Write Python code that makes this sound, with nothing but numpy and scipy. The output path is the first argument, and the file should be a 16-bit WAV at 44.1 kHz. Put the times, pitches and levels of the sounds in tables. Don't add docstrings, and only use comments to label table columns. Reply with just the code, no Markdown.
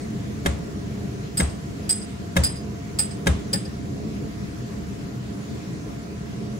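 import sys
import numpy as np
from scipy import signal
from scipy.fft import rfft, irfft, next_fast_len
from scipy.io import wavfile
from scipy.ndimage import uniform_filter1d, map_coordinates

SR = 44100
rng = np.random.default_rng(int(sys.argv[2]) if len(sys.argv) > 2 else 0)


def invert_db(level):
    return 10 ** (np.asarray(level, dtype=float) / 20)


def bounce(signal):
    frames = np.transpose(np.atleast_2d(signal))
    limited = np.clip(frames, -1, 1)
    pcm = np.round(limited * 32767).astype(np.int16)
    wavfile.write(sys.argv[1], SR, pcm)


N = 290619
WALL_S = 0.12
LAG = 20


def unit(x):
    return x / np.sqrt(np.mean(x ** 2) + 1e-20)


def along(points, hz):
    f, v = np.transpose(points)
    return np.interp(np.log(hz + 1), np.log(f + 1), v)


def wobble(rate):
    knots = rng.standard_normal(int(N * rate / SR) + 4)
    return map_coordinates(knots, [np.arange(N) * rate / SR])


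def filtered(x, response):
    m = next_fast_len(x.shape[-1] + 4096)
    spectrum = rfft(x, m) * response(np.fft.rfftfreq(m, 1 / SR))
    return irfft(spectrum, m)[..., :x.shape[-1]]


# hz, left_right_likeness (-1 to 1)
COHERENCE = [(60, 0.97), (130, 0.96), (290, 0.52), (640, 0.0093), (1400, -0.27), (6800, 0.14),
             (8500, -0.51), (10000, 0.52), (15000, -0.12)]


def rush(gain_db, patchy_db):
    z = signal.stft(rng.standard_normal((2, N)), nperseg=512)[2]
    eddies = rng.standard_normal(z.shape[1:])
    eddies = uniform_filter1d(uniform_filter1d(eddies, 6, 0), 14, 1)
    pair = signal.istft(z * invert_db(patchy_db * unit(eddies)), nperseg=512)[1][:, :N]

    def mid_side(hz):
        angle = np.arccos(np.clip(along(COHERENCE, hz), -1, 1)) / 2
        return invert_db(gain_db(hz)) * np.array([np.cos(angle), np.sin(angle)])

    mid, side = filtered(pair, mid_side)
    return unit(np.array([mid + side, mid - side]))


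# time_s, level_db
LOAD = [(0, 1.5), (1.3, 0.5), (2.6, 0), (3.9, 1), (5.2, 0), (6.59, 0.5)]
# frequency_hz, density_db (per Hz)
RUMBLE_SPECTRUM = [(15, -59), (25, -55), (36, -18), (69, -3.5), (123, -4), (147, -2.5), (204, -2),
                   (241, -7), (310, -7.5), (350, -16.5), (395, -7.5), (525, -20), (708, -21.5),
                   (741, -26.5), (900, -31), (1170, -37), (1980, -120)]
# centre_hz, width_hz, gain_db
DUCT_RESONANCES = [(123.3, 6.8, 7), (216.4, 23.6, 5.5), (239.7, 18.7, -13.5), (270.5, 44, 2),
                   (321.6, 11.3, 4.5), (374.4, 12, -1.5), (552, 14, -10), (555, 22, 6.5)]
# frequency_hz, density_db (per Hz)
HISS_SPECTRUM = [(300, -38), (600, -16), (1000, -3.5), (2000, -3.5), (3000, -9), (7000, -10.5),
                 (8200, -14.5), (9250, -18.5), (10300, -19), (12200, -21), (13000, -29), (14500, -22),
                 (15600, -22.5), (17000, -15)]
# (amplitude, before a common 5 dB lift)
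BLADE_TONES = [(693.5, -53.5), (862, -76.5), (1001, -64), (1120, -67.5), (1260, -68.5), (1388, -66.5)]


def blower():
    rumble_db, hiss_db, hiss_follows = -31.5, -46, 0.11
    load_db = np.interp(np.arange(N) / SR, *np.transpose(LOAD))

    def duct(hz):
        gain_db = along(RUMBLE_SPECTRUM, hz)
        for centre_hz, width_hz, db in DUCT_RESONANCES:
            gain_db = gain_db + db * np.exp(-((hz - centre_hz) / width_hz) ** 2 * 2)
        return gain_db

    rumble_level = invert_db(rumble_db + load_db + 1.05 * wobble(6))
    rumble = rumble_level * rush(duct, patchy_db=1.26)
    hiss_level = invert_db(hiss_db + hiss_follows * load_db + 0.52 * wobble(3.05))
    hiss = hiss_level * rush(lambda hz: along(HISS_SPECTRUM, hz), patchy_db=1.38)

    turns = np.cumsum(1 + 0.00298 * wobble(8)) / SR
    tone = 0
    for hz, db in BLADE_TONES:
        flicker_db = 2.5 * np.array([wobble(12.0), wobble(13)])
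        tone = tone + invert_db(db + 5 + flicker_db) * np.sin(2 * np.pi * hz * turns + [[0], [1.9]])
    return rumble + hiss + tone * invert_db([[-1.5], [1.5]])


def ring(modes, t, swell, hold):
    out = 0
    for hz, blur_hz, db, t60 in modes:
        steps = rng.standard_normal((3, len(t))) * np.sqrt(2 * np.pi * blur_hz / SR)
        phase = np.cumsum(0.8 * steps[0] + 0.43 * steps[1:], axis=1)
        scatter_db = rng.normal(0, 1.5, (2, 1))
        level = invert_db(db + scatter_db - 60 * np.maximum(t - hold, 0) / t60)
        out = out + level * np.sin(2 * np.pi * hz * t + phase)
    out = out * (1 - np.exp(-t / swell))
    return np.array([out[0], np.roll(out[1], LAG)])


# frequency_hz, t60_s
YARD_DECAY = [(200, 0.58), (1500, 0.37), (5000, 0.45), (12000, 0.14)]


def yard(spectrum, t, start, cluster, alike, lead_db, tail_db):
    shared = np.tile(rng.standard_normal(len(t)), (2, 1))
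    shared[1] = np.roll(shared[1], LAG)
    echoes = alike * shared + np.sqrt(1 - alike ** 2) * rng.standard_normal((2, len(t)))
    cluster_level = invert_db(-60 * np.maximum(t - start - cluster, 0) / 0.01)
    early = echoes * np.where(t < start, invert_db(lead_db), cluster_level)

    _, frames, z = signal.stft(rng.standard_normal((2, len(t))), SR, nperseg=256)
    hz = np.fft.rfftfreq(256, 1 / SR)
    decay = invert_db(-60 * frames / along(YARD_DECAY, hz)[:, None])
    tail = signal.istft(z * decay, SR, nperseg=256)[1][:, :len(t)]

    colour = invert_db(along(spectrum, np.linspace(0, SR / 2, num=512)))
    both = early + invert_db(tail_db) * tail * (t > start)
    return filtered(both, lambda hz: invert_db(along(spectrum, hz))) / np.sqrt(np.mean(colour ** 2))


def add(track, x, s):
    track[:, round((s + 1) * SR):][:, :x.shape[1]] += x


# start_s, ring_db, deadness_db (crack over ring), low_db (low over high group)
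HAMMER_BLOWS = [
    (-.11, -26, -8, -11),
    (1.371, -17, -2.5, -5.5),
    (1.892, -14.5, -4.5, -4.5),
    (2.435, -15, -2, -1.5),
    (2.987, -16.5, -0.5, -3.5),
    (3.530, -23.5, 6.5, 4),
]
# pitch_hz, blur_hz, level_db, t60_s
STEEL_LOW_MODES = [(4980, 300, -4, 0.1), (4860, 35, -6.5, 0.14), (4956, 27, -9.5, 0.31),
                   (5100, 56, -20, 0.19), (5280, 86, -21, 0.089)]
STEEL_HIGH_MODES = [(6740, 71, -24.5, 0.26), (7800, 250, -6, 0.052), (8170, 61, -18, 0.068),
                    (8103, 22, -3.5, 0.36), (8200, 20, 0.5, 0.17), (10500, 95, -16.5, 0.32),
                    (11420, 68, -21, 0.17), (12300, 200, -29, .1), (15500, 150, -25, 0.19)]
# pitch_hz, blur_hz, level_db, t60_s
SHANK_MODES = [(195.4, 33, -2.5, 0.14), (547, 22, -6, 0.065), (829, 47, -9, 0.086), (1460, 57, -12, 0.1),
               (1780, 47, -12, 0.16)]
# frequency_hz, density_db (per Hz)
CRACK_SPECTRUM = [(600, -28), (1200, -9), (1900, -5.5), (3500, -4.5), (5000, -11), (5800, -24), (8000, 5),
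                  (9300, -10), (11000, 3), (13300, -23), (15300, -1), (16500, -45)]


def hammer():
    out, t = np.zeros((2, N + 2 * SR)), np.arange(SR // 2) / SR
    swell_s, damping = 0.0028, 3.7
    thump_db, thump_grows = -9.5, 1.7
    for s, ring_db, dead_db, low_db in HAMMER_BLOWS:
        flutter_low, flutter_high = [invert_db(2.27 * wobble(rate)[:len(t)]) for rate in (107, 98)]
        low = invert_db(low_db) * flutter_low * ring(STEEL_LOW_MODES, t, swell_s, 0.0097)
        high = flutter_high * ring(STEEL_HIGH_MODES, t, swell_s, 0.0038)
        steel = invert_db(ring_db - damping * (dead_db + 12.5) * t) * (low + high)
        thump = invert_db(ring_db + thump_db + thump_grows * dead_db) * ring(SHANK_MODES, t, 0.0091, 0.013)
        crack = yard(CRACK_SPECTRUM, t, 0.00041, 0.015, 0.27, lead_db=-22, tail_db=0.5)
        blow = steel + thump + invert_db(ring_db + dead_db - 13.5) * crack
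        add(out, blow, s)
        add(out, invert_db(-16) * filtered(blow, lambda hz: 1 / (1 + (hz / 6500) ** 2)), s + WALL_S)
    return out[:, SR:SR + N]


# start_s, force_db, ring_db (head over its usual level)
MALLET_BLOWS = [
    (0.4541, -12, 1),
    (1.395, -11, -2),
    (2.3598, -7.5, 0.5),
    (3.2631, -7, -1),
]
# pitch_hz, blur_hz, level_db, t60_s
HEAD_MODES = [(549, 19, -5, 0.13), (1111, 130, -9.5, 0.023), (1640, 26, -1, 0.04), (2069, 69, -3, 0.021),
              (2440, 64, -17, .03), (3240, 200, -7, 0.027), (3740, 22, -11.5, 0.061),
              (5210, 180, -11, 0.016), (6100, 190, -11, 0.016)]
# frequency_hz, density_db (per Hz)
KNOCK_SPECTRUM = [(90, -3), (200, -3.5), (500, -5.5), (900, -9.5), (2000, -13), (3500, -19), (5000, -24.5),
                  (8000, -17), (9300, -20.5), (11300, -20.5), (13300, -53), (15300, -22), (16500, -60)]
# pitch_hz, level_db, delay_s, rise_s, t60_s
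BOOM_MODES = [(72, 5, 0.024, 0.019, 0.18), (94.7, -7.5, 0.0616, 0.011, 0.12),
              (168, -4, .0255, 0.001, 0.027), (125.7, -4.5, 0.0073, 0.023, 0.16),
              (181.4, -4.5, .0025, 0.0023, 0.14), (283.4, -11, -.001, 0.00067, 0.075),
              (379, -15.5, .004, 0.0042, 0.1)]


def mallet():
    out, t = np.zeros((2, N + 2 * SR)), np.arange(SR // 2) / SR
    head_db, knock_db, knock_grows = -6.5, -17, 0.48
    for s, force_db, square_db in MALLET_BLOWS:
        head = invert_db(force_db + head_db + square_db) * ring(HEAD_MODES, t, 0.0036, 0.0053)
        add(out, head, s + 0.0045)

        knock = yard(KNOCK_SPECTRUM, t, 0.009, 0.011, 0.92, lead_db=-18, tail_db=-2.5)
        knock = invert_db(knock_db + knock_grows * force_db) * knock
        add(out, knock, s - 0.0035)
        add(out, invert_db(-26) * knock, s + WALL_S)

        boom = 0
        for hz, db, delay, rise, t60 in BOOM_MODES:
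            u = np.maximum(t - delay, 0)
            level = invert_db(db - 60 * u / t60) * (1 - np.exp(-u / rise))
            boom = boom + level * np.sin(2 * np.pi * hz * u)
        boom = filtered(boom, lambda hz: hz ** 4 / (hz ** 4 + 38 ** 4))
        add(out, invert_db(force_db) * boom * invert_db([[0.5], [-0.5]]), s)
    return out[:, SR:SR + N]


def scene():
    return blower() + hammer() + mallet()


# from_hz, to_hz
WEAK_BANDS = [(8550, 9000), (9000, 9600), (9600, 10300), (11650, 12400), (12400, 13800), (13800, 14200),
              (15750, 16500)]
WEAK_LIMITS = [-93.5, -85, -87, -91, -78, -89, -66]


def starve(x, mask_db):
    hz, _, z = signal.stft(x, SR, nperseg=2048)
    power = uniform_filter1d(abs(z.mean(axis=0)) ** 2, size=2, axis=1)

    def level(lo_hz, hi_hz):
        band = power[(hz >= lo_hz) & (hz < hi_hz)]
        return 10 * np.log10(abs(band.mean(axis=0)) + 1e-20)

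    masked = level(6500, 8400) + mask_db
    attack = np.diff(level(10300, 11600), prepend=0) > 9
    for (lo_hz, hi_hz), limit_db in zip(WEAK_BANDS, WEAK_LIMITS):
        threshold = np.maximum(limit_db, masked) + rng.normal(0, 1.2, len(masked))
        z[:, (hz >= lo_hz) & (hz < hi_hz)] *= attack | (level(lo_hz, hi_hz) > threshold)
    return signal.istft(z * (hz < 16050)[:, None], SR, nperseg=2048)[1][:, :N]


def band_limit(x):
    return signal.sosfilt(signal.butter(12, 17000, fs=SR, output="sos"), x)


def record(dry):
    mix = starve(dry, mask_db=-15.5)
    return band_limit(mix)


dry = scene()
out = record(dry)
bounce(out)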